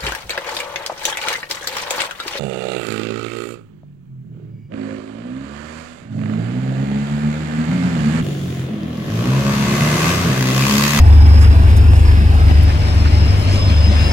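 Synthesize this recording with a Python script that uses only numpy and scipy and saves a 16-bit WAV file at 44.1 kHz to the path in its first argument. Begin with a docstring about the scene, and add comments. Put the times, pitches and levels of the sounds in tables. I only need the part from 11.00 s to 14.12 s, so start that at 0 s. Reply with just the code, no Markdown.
"""Passenger coaches roll slowly over station points, heard from the trackside. From the start two diesels drone
and beat against each other under the rumble, and a wheel squeals thinly. Rail modes ring as wheels pass, wheels
scrape, air hisses in short puffs and swaying bodies boom now and then. From 0.7 s the running gear knocks; near
1.5 s the rolling noise brightens as a bogie nears, then couplings clank. The squeal is strongest in the last
half second. Throughout, a limiter holds down the loudest bass swings."""
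import sys
import numpy as np
from scipy import signal
from scipy.fft import rfft, irfft
from scipy.io import wavfile
from scipy.ndimage import uniform_filter1d, minimum_filter1d, map_coordinates

SR = 44100
rng = np.random.default_rng(int(sys.argv[2]) if len(sys.argv) > 2 else 0)


def master(y):
    """Save y as 16-bit WAV."""
    cut = np.clip(np.atleast_2d(y).T, -1, 1)
    pcm = np.round(cut * 32767)  # scale
    wavfile.write(sys.argv[1], SR, pcm.astype(np.int16))


N = 137592
BASS_PAN_DB, NEAR_LAG_MS = 1.86, 0.494


def undb(db):
    """Decibels to gain."""
    return 10 ** (np.asarray(db) / 20)


def unit(x):
    """Scale to rms 1."""
    return x / np.sqrt(np.mean(x ** 2))


def curve(table, axis=1):
    """One column of a timed table, joined by straight lines."""
    rows = np.array(table, float)
    return np.interp(np.arange(N) / SR, rows[:, 0], rows[:, axis])


def walk(rate_hz, size=8192):
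    """Smooth random wander of rms 1."""
    f = np.fft.rfftfreq(size, N / SR / size)
    slow = unit(irfft(rfft(rng.standard_normal(size)) * np.exp(-(f / rate_hz) ** 2), size))
    return np.interp(np.arange(N) * size / N, np.arange(size), slow)


def colour(x, table, axis=1):
    """Filter by a spectrum table; white noise of rms 1 comes out at its dB per Hz."""
    rows, f = np.array(table, float), np.fft.rfftfreq(N, 1 / SR)
    db = np.interp(np.log(f + 1), np.log(rows[:, 0]), rows[:, axis])
    return irfft(rfft(x) * undb(db), N) * np.sqrt(SR / 2)


def noise(spectrum):
    """Mono noise with the given spectrum."""
    return colour(rng.standard_normal(N), spectrum)


def place(x, pan_db, lag_ms):
    """Mono to stereo: pan is left minus right level, and the left channel lags."""
    khz = np.fft.rfftfreq(N, 1000 / SR)
    late = irfft(rfft(x) * np.exp(-2j * np.pi * khz * lag_ms), N)
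    return np.array([late * undb(pan_db / 2), x * undb(-pan_db / 2)])


def running_phase(hz):
    """Phase in radians of a frequency curve."""
    return 2 * np.pi * np.cumsum(hz) / SR


def harmonic(phase, multiple):
    """Sine at a whole multiple of the phase, with a random offset."""
    return np.sin(round(multiple) * phase + rng.uniform(0, 2 * np.pi))


# Each row: frequency in Hz, level in dB per Hz.
BREEZE_SPECTRUM = [(4, -63), (14, -55), (30, -48), (60, -70), (120, -65), (300, -70), (900, -110)]

def breeze():
    """Light air buffets each microphone separately."""
    return np.array([noise(BREEZE_SPECTRUM) for _ in range(2)])


# Each row: frequency in Hz, level in dB per Hz.
RUMBLE_SPECTRUM = [(4, -66), (25, -36), (50, -43), (80, -45.5), (120, -43), (170, -47), (225, -44.5),
                   (340, -50.5), (480, -59), (900, -105.5)]
# Each row: time in seconds, gain in dB.
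RUMBLE_GAIN = [(0, -1), (.6, 0.5), (1.2, -3), (1.9, -2.5), (2.5, -1), (3.12, -3)]

def rumble(scatter_db=-11):
    """Coach bodies and track rumble, nearly alike on both sides."""
    scattered = np.array([noise(RUMBLE_SPECTRUM) for _ in range(2)])
    direct = place(noise(RUMBLE_SPECTRUM), BASS_PAN_DB, lag_ms=0.266)
    return (direct + undb(scatter_db) * scattered) * undb(curve(RUMBLE_GAIN))


# Each row: time in seconds, firing rate in Hz.
GENERATOR_FIRING = [(0, 73.6), (2.3, 73.5), (2.8, 74.7), (3.12, 74.7)]
# Each row: time in seconds, gain in dB.
GENERATOR_GAIN = [(0, -6.5), (.2, -4), (.45, -6.5), (.7, -11), (.95, -9), (1.3, -12), (1.6, -9),
                  (1.83, -19.5), (2.0, -13), (2.25, -12), (2.5, -29.5), (2.78, -10.5), (3.0, -13),
                  (3.12, -17.5)]
# Each row: multiple of the firing rate, relative level in dB.
GENERATOR_HARMONICS = [(1, 2.5), (2, -16.5), (3, -32.5)]

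def generator(waver_db=3):
    """A six-cylinder diesel: the firing tone swells and dips, its overtones waver on their own."""
    phase = running_phase(curve(GENERATOR_FIRING))
    gain_db = curve(GENERATOR_GAIN)
    out = undb(gain_db + GENERATOR_HARMONICS[0][1]) * np.sin(phase)
    for multiple, db in GENERATOR_HARMONICS[1:]:
        out += undb(gain_db.mean() + db + waver_db * walk(5.1)) * harmonic(phase, multiple)
    return np.sqrt(2) * out


# Each row: multiple of the engine's working cycle rate, relative level in dB.
LOCOMOTIVE_HARMONICS = [(8, -5), (11, -6.5), (15, -5.5), (16, -3), (17, -0.5), (19, -13.5), (23, -17.5)]
# Each row: time in seconds, gain in dB.
LOCOMOTIVE_GAIN = [(0, -14), (.18, -15.5), (.45, -11), (.95, -12), (1.2, -18.5), (1.55, -15), (1.87, -19),
                   (2.55, -19), (3.12, -25.5)]

def locomotive(cycle_hz=5.755, waver_db=3.5):
    """Uneven diesel cylinders give close tones that throb together."""
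    phase = running_phase(cycle_hz * (1 + 0.0025 * walk(0.98)))
    out = 0
    for multiple, db in LOCOMOTIVE_HARMONICS:
        out += undb(db + waver_db * walk(0.72)) * harmonic(phase, multiple)
    return np.sqrt(2) * out * undb(curve(LOCOMOTIVE_GAIN))


def swells(table, grit_db):
    """A resonance or band of noise swells and fades; grit breaks it into grains."""
    out, t, f = 0, np.arange(N) / SR, np.fft.rfftfreq(N, 1 / SR)
    for peak_s, half_s, db, hz, octaves, pan_db in table:
        contact = rng.standard_normal(N) * undb(grit_db * walk(300))
        resonance = np.exp(-.5 * (np.log2((f + 1) / hz) / octaves) ** 2)
        ring = unit(irfft(rfft(contact) * resonance, N))
        envelope = np.exp(-.5 * ((t - peak_s) / half_s) ** 2)
        out += place(undb(db) * ring * envelope, pan_db, lag_ms=0.29)
    return out


# Each row: peak time and half length in seconds, level in dB, centre in Hz, width in octaves, pan in dB.
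BODY_BOOMS = [(.24, 0.041, -25, 238, 0.18, 5), (1.23, 0.034, -22.5, 210, 0.11, 1),
              (2.29, 0.036, -28.5, 260, .3, 2), (2.70, 0.031, -22.5, 217, .2, -2),
              (2.88, .03, -23, 202, 0.11, 5)]

def booms():
    """Coach bodies boom as they sway."""
    return swells(BODY_BOOMS, grit_db=4.0)


# Each row: peak time and half length in seconds, level in dB, centre in Hz, width in octaves, pan in dB. Long
# low rows are rail modes ringing as wheels pass, short high rows are puffs of air hiss, the rest are wheel
# scrapes.
RAIL_AND_AIR_SWELLS = [(0.162, 0.22, -30.5, 810, 0.25, -0.5), (0.421, 0.022, -40, 7300, 0.5, -15),
                       (0.44, 0.03, -30, 1550, 0.44, -10), (.4, .32, -42, 1570, 0.31, -10.5),
                       (0.773, 0.0073, -36, 8500, 0.56, -14), (.98, .05, -52, 7900, .35, -25),
                       (1.103, 0.93, -41.5, 2630, 0.17, 5), (1.635, 0.0072, -39, 10600, 0.39, -3),
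                       (2.412, 0.038, -45, 9100, .5, -7), (2.54, 0.035, -38, 5770, 0.63, -9),
                       (2.627, 0.15, -33, 573, 0.13, -2), (3.04, 0.074, -43, 8050, .55, -1)]

def rail_and_air():
    """Rail modes ring as wheels pass, wheels scrape on the rail, and air hisses in short puffs."""
    return swells(RAIL_AND_AIR_SWELLS, grit_db=0.5)


def blows(table, spectrum, attack_s):
    """Short jolts ring a steel body and die away."""
    out, t = 0, np.arange(N) / SR
    for start_s, db, t60_s, pan_db in table:
        age_s = np.maximum(t - start_s, 0)
        envelope = np.minimum(age_s / attack_s, 1) * np.exp(-np.log(1000) * age_s / t60_s)
        out += place(2 * undb(db) * envelope * unit(noise(spectrum)), pan_db, NEAR_LAG_MS)
    return out


# Each row: start in seconds, relative level in dB, 60 dB decay time in seconds, pan in dB.
GEAR_KNOCKS = [(.728, -21, 0.052, 8.5), (.932, -21, 0.018, 33), (1.111, -27.5, 0.028, 24),
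               (1.497, -27.5, 0.071, 22), (1.509, -23.5, 0.052, 21), (1.527, -34, 0.054, 10)]
# Each row: frequency in Hz, relative level in dB.
KNOCK_SPECTRUM = [(150, 13), (400, 2), (1000, 4), (1400, -11), (3000, -8.5), (9000, -37)]

def knocks():
    """The running gear takes short, dull jolts."""
    return blows(GEAR_KNOCKS, KNOCK_SPECTRUM, attack_s=0.0019)


# Each row: start in seconds, relative level in dB, 60 dB decay time in seconds, pan in dB.
COUPLING_CLANKS = [(1.69, -30, 0.19, 0), (2.05, -28, 0.18, -4), (2.95, -37, 1, 3), (3.095, -33, 0.13, -3)]
# Each row: frequency in Hz, relative level in dB.
CLANK_SPECTRUM = [(300, -18), (650, -12), (1200, 6), (1700, 6), (1775, 14.5), (1860, -1), (2600, 4),
                  (5000, -31), (12000, -42)]

def clanks():
    """Jolted couplings ring in the midrange."""
    return blows(COUPLING_CLANKS, CLANK_SPECTRUM, attack_s=0.0076)


def ringing(hz, width_hz):
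    """A rubbed wheel mode: a tone whose strength and phase wander."""
    phase = running_phase(hz * np.ones(N))
    return unit(walk(width_hz) * np.cos(phase) + walk(width_hz) * np.sin(phase))


# Each row: time in seconds, pitch in Hz.
SQUEAL_HZ = [(0, 5075), (.3, 5095), (1.0, 5097), (1.9, 5128), (2.3, 5115), (2.65, 5078), (3.12, 5070)]
# Each row: time in seconds, gain in dB.
SQUEAL_GAIN = [(0, -47.5), (.2, -41.5), (.44, -36.5), (.58, -51), (.8, -45), (1.05, -44.5), (1.33, -51),
               (1.68, -41.5), (2.03, -41), (2.3, -37), (2.47, -38.5), (2.63, -31.5), (2.75, -36.5),
               (2.86, -31), (2.94, -36.5), (3.03, -30), (3.12, -32.5)]
# Each row: time in seconds, pan in dB, left lag in ms.
SQUEAL_POSITION = [(0, -10.5, 0.27), (.7, -2, .36), (1.05, 0, 0.36), (1.55, 3, 0.44), (1.9, 6.5, .49),
                   (2.3, 7.5, .475), (2.6, -1, 0.46), (2.85, 6.5, 0.432), (3.12, 3.5, .38)]
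# Each row: frequency in Hz, level in dB relative to the squeal gain.
FAINT_MODES = [(2786, -4)]

def squeal(tone_db=2, halo_db=-3.5, flutter_db=0.5):
    """One wheel sings, purer as it grows, and drifts sideways; other wheels smear a halo around it."""
    hz, db = curve(SQUEAL_HZ), curve(SQUEAL_GAIN)
    pan_db, lag_ms = curve(SQUEAL_POSITION, axis=1), curve(SQUEAL_POSITION, axis=2)
    purity = undb(0.45 * (db - db.max()))
    waver_hz = 11 * walk(46.6) / np.sqrt(purity)
    tone = unit(np.sin(running_phase(hz + waver_hz)) * undb(flutter_db * walk(28)))
    halo = ringing(hz + 18, width_hz=95)
    song = undb(tone_db) * purity * tone + undb(halo_db) * halo / purity
    late = map_coordinates(song, [np.arange(N) - lag_ms * SR / 1000], mode="mirror")
    stereo = np.array([late * undb(pan_db / 2), song * undb(-pan_db / 2)])
    for mode_hz, mode_db in FAINT_MODES:
        stereo += undb(mode_db) * place(ringing(mode_hz, width_hz=19), 3.0, NEAR_LAG_MS)
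    return undb(db) * stereo


def shifting_resonances(x, rate_hz, depth_db=2.5, bands=56):
    """Wheel and rail resonances come and go: each narrow band from 300 to 6000 Hz swells on its own."""
    f, spectrum = np.fft.rfftfreq(N, 1 / SR), rfft(x)
    band = np.clip(np.log((f + 1) / 300) / np.log(6000 / 300), 0, 1) * bands
    out = 0
    for k in range(bands + 1):
        swell = undb(depth_db * walk(rate_hz)) if 0 < k < bands else 1
        triangle = np.maximum(1 - np.abs(band - k), 0)
        out += swell * irfft(spectrum * triangle, N)
    return out


def rolling(spectrum, direct_share, lag_ms, grit_db, swell_hz, judder_db=1.5):
    """Rough treads judder on the rail; part arrives straight, part scattered by the yard."""
    contact = rng.standard_normal(N) * undb(judder_db * walk(21.0) + grit_db * walk(570))
    direct = np.sqrt(direct_share) * place(unit(contact), 0, lag_ms)
    scattered = np.sqrt(1 - direct_share) * rng.standard_normal((2, N))
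    left, right = shifting_resonances(direct + scattered, swell_hz)
    return np.array([colour(left, spectrum, axis=1), colour(right, spectrum, axis=2)])


# Each row: frequency in Hz, left and right relative levels in dB per Hz.
FAR_SPECTRUM = [(200, -77, -62), (455, -59.5, -59.5), (860, -56.5, -54), (1190, -62.5, -60),
                (1660, -64, -58), (2540, -61.5, -70), (3600, -72.5, -70), (4900, -74, -70),
                (5630, -86, -77.5), (8700, -101, -76), (13000, -102, -80.5), (14800, -116, -99)]
# Each row: time in seconds, gain in dB.
FAR_GAIN = [(0, -3), (.45, -0.5), (.6, -2), (1.0, -2.5), (1.4, -3), (2.0, -5), (3.12, -6.5)]

def far_wheels():
    """Wheels roll further along the train, slowly fading."""
    roll = rolling(FAR_SPECTRUM, direct_share=0.61, lag_ms=0.35, grit_db=1.0, swell_hz=4.4)
    return roll * undb(curve(FAR_GAIN))


# Each row: frequency in Hz, left and right relative levels in dB per Hz.
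NEAR_SPECTRUM = [(254, -64.5, -97), (597, -58, -55), (786, -60.5, -66), (1020, -60.5, -70.5),
                 (1730, -65.5, -75), (2380, -62, -65.5), (4000, -67.5, -73.5), (4600, -71.5, -70.5),
                 (6370, -76, -77.5), (10300, -89.5, -88), (13100, -102, -109), (15000, -112, -110)]
# Each row: time in seconds, gain in dB.
NEAR_GAIN = [(0, -9.5), (1.25, -16), (1.52, -4.5), (1.75, -1), (2.1, 0), (2.35, 0), (2.55, 2), (2.8, 1),
             (3.0, 3.5), (3.12, 2)]

def near_bogie():
    """Grittier rolling noise rises as a bogie nears."""
    roll = rolling(NEAR_SPECTRUM, direct_share=0.46, lag_ms=NEAR_LAG_MS, grit_db=2.5, swell_hz=11.0)
    return roll * undb(curve(NEAR_GAIN))


def scene():
    """Engines, wheels, small noises, rumble, air and squeal in stereo."""
    engines = place(generator() + locomotive(), BASS_PAN_DB, lag_ms=0.6)
    wheels = far_wheels() + near_bogie()
    small_noises = knocks() + clanks() + rail_and_air() + booms()
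    return engines + wheels + small_noises + rumble() + breeze() + squeal()


def record(dry, drive_db=-1.5, top_hz=15300):
    """A fast limiter holds the peaks at full scale; a low-pass cuts the top."""
    x = dry * undb(drive_db)
    headroom = np.minimum(1, 1 / (np.abs(x) + 1e-9))
    held = minimum_filter1d(headroom, size=221, axis=1)  # 5 ms
    gain = uniform_filter1d(held, size=221, axis=1)
    lowpass = signal.ellip(8, .2, 70, top_hz, fs=SR, output="sos")
    return signal.sosfilt(lowpass, x * gain)


dry = scene()
out = record(dry)
master(out)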